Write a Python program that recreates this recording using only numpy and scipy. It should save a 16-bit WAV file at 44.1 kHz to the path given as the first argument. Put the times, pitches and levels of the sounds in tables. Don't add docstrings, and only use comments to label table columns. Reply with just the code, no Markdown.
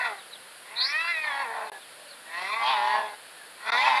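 import sys
import numpy as np
from scipy import signal
from scipy.fft import rfft, irfft, next_fast_len
from scipy.io import wavfile
from scipy.ndimage import uniform_filter1d, map_coordinates

SR = 44100
rng = np.random.default_rng(int(sys.argv[2]) if len(sys.argv) > 2 else 0)


def unload_audio(sound):
    columns = np.transpose(np.atleast_2d(sound))
    steps = np.round(np.clip(columns, -1, 1) * 32767)
    wavfile.write(sys.argv[1], SR, steps.astype(np.int16))


N = 176400
T = np.arange(N) / SR


def amp(db):
    return 10 ** (np.asarray(db) / 20)


def unit(x):
    return x / np.sqrt(np.mean(x ** 2) + 1e-20)


def hold_level(x, window_s=.04):
    return x / np.sqrt(np.abs(uniform_filter1d(x ** 2, size=int(window_s * SR))) + 1e-9)


def gain_at(points, hz):
    freq_hz, gain_db = np.transpose(points)
    return amp(np.interp(np.log(hz + 1), np.log(freq_hz + 1), gain_db))


def curves(rows):
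    time_s, *columns = np.transpose(rows)
    return [np.interp(T, time_s, column) for column in columns]


def gate(rows, fade_s=.01):
    return np.clip(1 + np.minimum(T - rows[0][0], rows[-1][0] - T) / fade_s, 0, 1)


def wobble(rate_hz):
    return map_coordinates(rng.standard_normal(int(N * rate_hz / SR) + 4), [T * rate_hz])


def phase_of(hz):
    return 2 * np.pi * np.cumsum(hz) / SR


def filtered(x, response):
    size = next_fast_len(N + 8192)
    return irfft(rfft(x, size) * response(np.fft.rfftfreq(size, 1 / SR)), size)[:N]


def below(x, hz):
    return filtered(x, lambda f: 1 / (1 + (f / hz) ** 8))


# freq_hz, gain_db
AIR_SPECTRUM = [(76, -24.5), (146, -12), (379, -6.5), (520, -0.5), (1200, -2), (1670, 2.5), (2090, -3),
                (4550, -4), (6000, -21), (10400, -3.5), (12100, -14.5), (15800, -37)]


def air(level_db=-47.5):
    return amp(level_db) * unit(filtered(rng.standard_normal(N), lambda f: gain_at(AIR_SPECTRUM, f)))


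def shimmer(x, depth_db=3.8):
    hz, _, spectrum = signal.stft(x, SR, nperseg=1024)
    field = rng.standard_normal(spectrum.shape)
    for _ in range(2):
        field = uniform_filter1d(uniform_filter1d(field, size=4, axis=0), size=6, axis=1)
    spread_db = depth_db * np.clip(hz / 1800, 0, 1)[:, None]
    gain = amp(spread_db * unit(field) - spread_db ** 2 * np.log(10) / 20)
    return hold_level(signal.istft(spectrum * gain, nperseg=1024)[1][:N])


def voice(pitch_hz, throat, noise_share, jitter, flutter_db, half_pulse_db):
    glide_hz = uniform_filter1d(pitch_hz, size=int(.03 * SR))
    phase = phase_of(glide_hz * (1 + jitter * wobble(130)))
    harmonics = int(SR / 3 / pitch_hz.max())
    pulses = lambda p: np.sin((harmonics + .5) * p) / (2 * np.sin(p / 2) + 1e-12) - .5
    throat_gain = lambda f: gain_at(throat, f) * (f > pitch_hz.min() * .8)
    breath_gain = lambda f: throat_gain(f) / (1 + (520 / (f + 1)) ** 4)
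    folds = unit(filtered(pulses(phase) + amp(half_pulse_db) * pulses(phase + np.pi), throat_gain))
    breath = unit(filtered(rng.standard_normal(N) * (1 + np.cos(phase)), breath_gain))
    mix = np.sqrt(1 - noise_share) * folds + np.sqrt(noise_share) * breath
    return shimmer(mix) * unit(amp(flutter_db * wobble(90)))


# time_s, centre_hz, level_db relative to the voice
MOUTH_RESONANCE = [(.1, 1490, -11), (.88, 2020, -13), (1.01, 2650, -11.5), (1.09, 2700, -34),
                   (1.2, 2490, -6.5), (1.33, 1910, -12.5), (1.55, 1523, -11), (2.37, 1900, -2.5),
                   (2.46, 2080, -25), (2.51, 1060, -5.5), (2.62, 1160, -3), (2.72, 1060, -4),
                   (2.79, 1750, -21), (2.95, 1710, -8.5), (3.76, 1390, -8), (3.8, 2020, -10),
                   (3.855, 2572, -6), (3.92, 2510, -14)]


def whine(source, half_width_hz=110):
    centre_hz, level_db = curves(MOUTH_RESONANCE)
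    phase = phase_of(centre_hz)
    band = sum(below(source * carrier, half_width_hz) * carrier
               for carrier in (np.cos(phase), np.sin(phase)))
    return amp(level_db) * hold_level(band)


# time_s, rasp (0-1)
CRY_RASP = [(.12, .6), (.78, .7), (.91, .06), (1.25, .06), (1.3, .25), (1.49, .22), (1.56, 1), (2.36, .2),
            (2.7, .35), (2.82, .12), (3.05, .5), (3.66, .7), (3.76, .25), (3.92, .5)]
# freq_hz, gain_db
CRY_THROAT = [(250, -22), (400, -11.5), (520, -13.5), (680, -0.5), (850, 1), (1100, 5.5), (1250, -7.5),
              (1420, -0.5), (1600, -3.5), (1950, 6), (2200, -3), (2620, -1), (2900, -23.5), (3480, -5.5),
              (3850, -8.5), (4400, -9), (5000, -19.5), (6200, -31), (9000, -39), (13000, -60)]


def cry(rows, half_pulse_db, treble_db):
    rasp, = curves(CRY_RASP)
    pitch_hz, level_db, bright_db = curves(rows)
    source = voice(pitch_hz, CRY_THROAT, noise_share=.75 * rasp, jitter=.002 + .011 * rasp,
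                   flutter_db=1.9, half_pulse_db=half_pulse_db)
    bass, to_mid, to_treble = (below(source, hz) for hz in (747, 1335, 3260))
    lows = bass * amp(-1.8 * bright_db) + (to_mid - bass) * amp(-bright_db)
    highs = to_treble - to_mid + (source - to_treble) * amp(treble_db)
    return gate(rows) * amp(level_db + 3) * (lows + highs + whine(source))


# time_s, pitch_hz, relative_level_db, bright_db (cuts the lows)
CRY_1 = [(0, 255.2, -29.5, 0), (.06, 241, -30, 2), (.12, 205.2, -43.5, -7.5), (.21, 186, -57, -1.5)]
CRY_2 = [(.66, 190.3, -55.5, -1), (.85, 262.1, -36.5, 0.5), (.9, 284.7, -33, 16), (.95, 305.9, -29, 6),
         (1, 326.4, -31, 13), (1.11, 346.1, -27, 14.5), (1.16, 318.4, -32.5, 7.5), (1.27, 302.6, -33.5, 3),
         (1.32, 279.2, -33.5, 1), (1.43, 275.1, -34.5, -0.5), (1.47, 227.1, -40.5, -7),
         (1.66, 219.3, -44, -9.5), (1.78, 189.4, -69, -15.5)]
CRY_3 = [(2.26, 155, -57.5, -3), (2.36, 172, -39, 2.5), (2.46, 190.2, -36.5, -1), (2.57, 227.9, -32.5, 1.5),
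         (2.68, 231.8, -35, 4), (2.8, 198, -35.5, -2.5), (2.9, 208, -33, -1), (2.99, 216, -37, -6),
         (3.15, 205.6, -53.5, -5)]
CRY_4 = [(3.58, 198.7, -58, 0), (3.66, 216.6, -42, -3), (3.7, 225.6, -28.5, -0.5), (3.76, 240.5, -27.5, 1),
         (3.82, 261, -26.5, 7), (3.86, 289.9, -27, 3), (3.9, 268.5, -30, -1), (3.96, 258, -30, 0.5),
         (4, 268, -31.5, 4)]


def cries():
    return (cry(CRY_1, half_pulse_db=-11.5, treble_db=-5.5)
            + cry(CRY_2, half_pulse_db=-7.5, treble_db=-7)
            + cry(CRY_3, half_pulse_db=-46, treble_db=0)
            + cry(CRY_4, half_pulse_db=-19, treble_db=1.5))


def foliage(x, smear_s=.003):
    knots = rng.standard_normal(200)
    delay_s = lambda f: smear_s * map_coordinates(knots, [f / 120])
    return filtered(x, lambda f: np.exp(-2j * np.pi * np.cumsum(delay_s(f)) * f[1]))


def thicket(x, wet_db, t60_s):
    t = np.arange(SR) / SR
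    tail = rng.standard_normal(SR) * amp(-60 * t / t60_s) * (1 - np.exp(-t / .0022))
    echo = signal.fftconvolve(x, tail / np.linalg.norm(tail))[:N]
    return (x + amp(wet_db) * echo) / np.hypot(1, amp(wet_db))


def bird_note(start_s, length_s, start_hz, end_hz, level_db, waver, flutter_db):
    progress = np.clip((T - start_s) / length_s, 0, 1)
    hz = (start_hz + (end_hz - start_hz) * progress ** 2) * (1 + waver * wobble(770))
    envelope = amp(level_db + flutter_db * wobble(130)) * np.sin(np.pi * progress)
    return envelope * np.sin(phase_of(hz))


# start_s, start_hz, level_db
CHIRPS = [(.16, 4100, -49), (.305, 4150, -43.5), (1.215, 4500, -42), (1.645, 4200, -49), (1.79, 3900, -52),
          (2.08, 4600, -45.5), (2.355, 4500, -48)]
# start_s, length_s, start_hz, end_hz, level_db
WHISTLES = [(1.71, 0.087, 1729, 1660, -41.5), (1.95, 0.21, 614, 553, -51.5), (3.35, 0.11, 1797, 1560, -49)]


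def far_birds(chirp_s=.075, chirp_fall=.68):
    chirps = sum(bird_note(start_s, chirp_s, hz, hz * chirp_fall, level_db, waver=.035, flutter_db=4)
                 for start_s, hz, level_db in CHIRPS)
    whistles = sum(bird_note(*row, waver=.0243, flutter_db=3.5) for row in WHISTLES)
    return chirps + whistles


# time_s, pitch_hz, level_db
BUZZ_HIGH = [(.755, 3930, -50), (.77, 3920, -31.5), (.82, 4370, -24), (.84, 4800, -32.5),
             (.875, 5420, -44.5), (.92, 5360, -40.5)]
BUZZ_LOW = [(.81, 3623, -32), (0.834, 4106, -27.5), (.86, 4546, -25), (0.874, 4980, -34), (.905, 5210, -42)]
# time_s, pulse_rate_hz
BUZZ_RATE = [(.76, 245), (.81, 335.8)]


def buzzy_bird(pulse_sigma_s=.00061):
    rate_hz, = curves(BUZZ_RATE)
    cycles = np.cumsum(rate_hz * (1 + .026 * wobble(210))) / SR
    from_peak_s = (cycles % 1 - .5) / rate_hz
    pulses = unit(np.exp(-.5 * (from_peak_s / pulse_sigma_s) ** 2))
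    out = np.zeros(N)
    for rows in (BUZZ_HIGH, BUZZ_LOW):
        pitch_hz, level_db = curves(rows)
        tone = unit(np.sin(phase_of(pitch_hz * (1 + .0138 * wobble(900)))))
        out += gate(rows) * amp(level_db + 1.5 * wobble(200)) * pulses * tone
    return out


# time_s, pitch_hz, level_db
GROWL_1 = [(1.26, 121.2, -43), (1.41, 117, -35), (1.5, 114.1, -47), (1.64, 102.4, -38.5), (1.8, 86.9, -58)]
GROWL_2 = [(2.54, 108, -50), (2.63, 117, -29), (2.71, 135, -23.5), (2.76, 121, -26), (2.81, 118, -26.5),
           (2.89, 124, -25.5), (2.97, 119, -26), (3.05, 110, -37), (3.16, 95, -54)]
GROWL_3 = [(3.75, 106, -34.5), (3.8, 116.5, -29), (3.85, 124, -23), (3.885, 134.2, -20), (3.94, 123.6, -25),
           (4, 115.5, -26.5)]
# freq_hz, gain_db
GROWL_THROAT = [(110, -57), (240, -28), (490, -30), (610, -9.5), (730, -14), (850, 9), (1050, 4),
                (1250, -17), (1750, -11), (2900, -13.5), (3600, -15), (4700, -22), (6500, -47),
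                (12000, -66)]


def growls(open_db_per_hz=1.2):
    out = np.zeros(N)
    for rows, noise_share in ((GROWL_1, .35), (GROWL_2, .04), (GROWL_3, .12)):
        pitch_hz, level_db = curves(rows)
        source = voice(pitch_hz, GROWL_THROAT, noise_share,
                       jitter=.006, flutter_db=1.3, half_pulse_db=-52)
        chest = below(source, hz=800)
        mouth_db = np.minimum(open_db_per_hz * (pitch_hz - 122), -1)
        out += gate(rows) * amp(level_db) * hold_level(chest + (source - chest) * amp(mouth_db))
    return out


# freq_hz, gain_db
SNARL_SPECTRUM = [(1800, -44), (3000, 9), (4300, 0), (7000, -47)]


def snarl(peak_s=2.698, sigma_s=.041, level_db=-30.5):
    pitch_hz = curves(CRY_3)[0]
    swell = amp(level_db) * np.exp(-.5 * ((T - peak_s) / sigma_s) ** 2)
    return swell * voice(pitch_hz, SNARL_SPECTRUM, noise_share=.3, jitter=.0055,
                         flutter_db=1.3, half_pulse_db=-10)


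def scene():
    lions = thicket(foliage(cries()) + foliage(growls() + snarl()), wet_db=-12, t60_s=.21)
    birds = thicket(far_birds(), wet_db=-12, t60_s=.093)
    buzz = thicket(buzzy_bird(), wet_db=-11.5, t60_s=.63)
    return (lions + birds + buzz + air())[None]


# start_s, end_s
DROPOUTS = [(1.7005, 1.7168), (3.705, 3.7185)]


def record(dry):
    dropout_db, shelf_db, shelf_hz, top_hz = -28, -4, 12300, 15700
    lost = sum(np.clip(.7 + np.minimum(T - start_s, end_s - T) / .002, 0, 1)
               for start_s, end_s in DROPOUTS)
    response = lambda f: (f < top_hz) * amp(shelf_db * (f > shelf_hz))
    return filtered(dry[0] * amp(dropout_db * lost), response)[None]


dry = scene()
out = record(dry)
unload_audio(out)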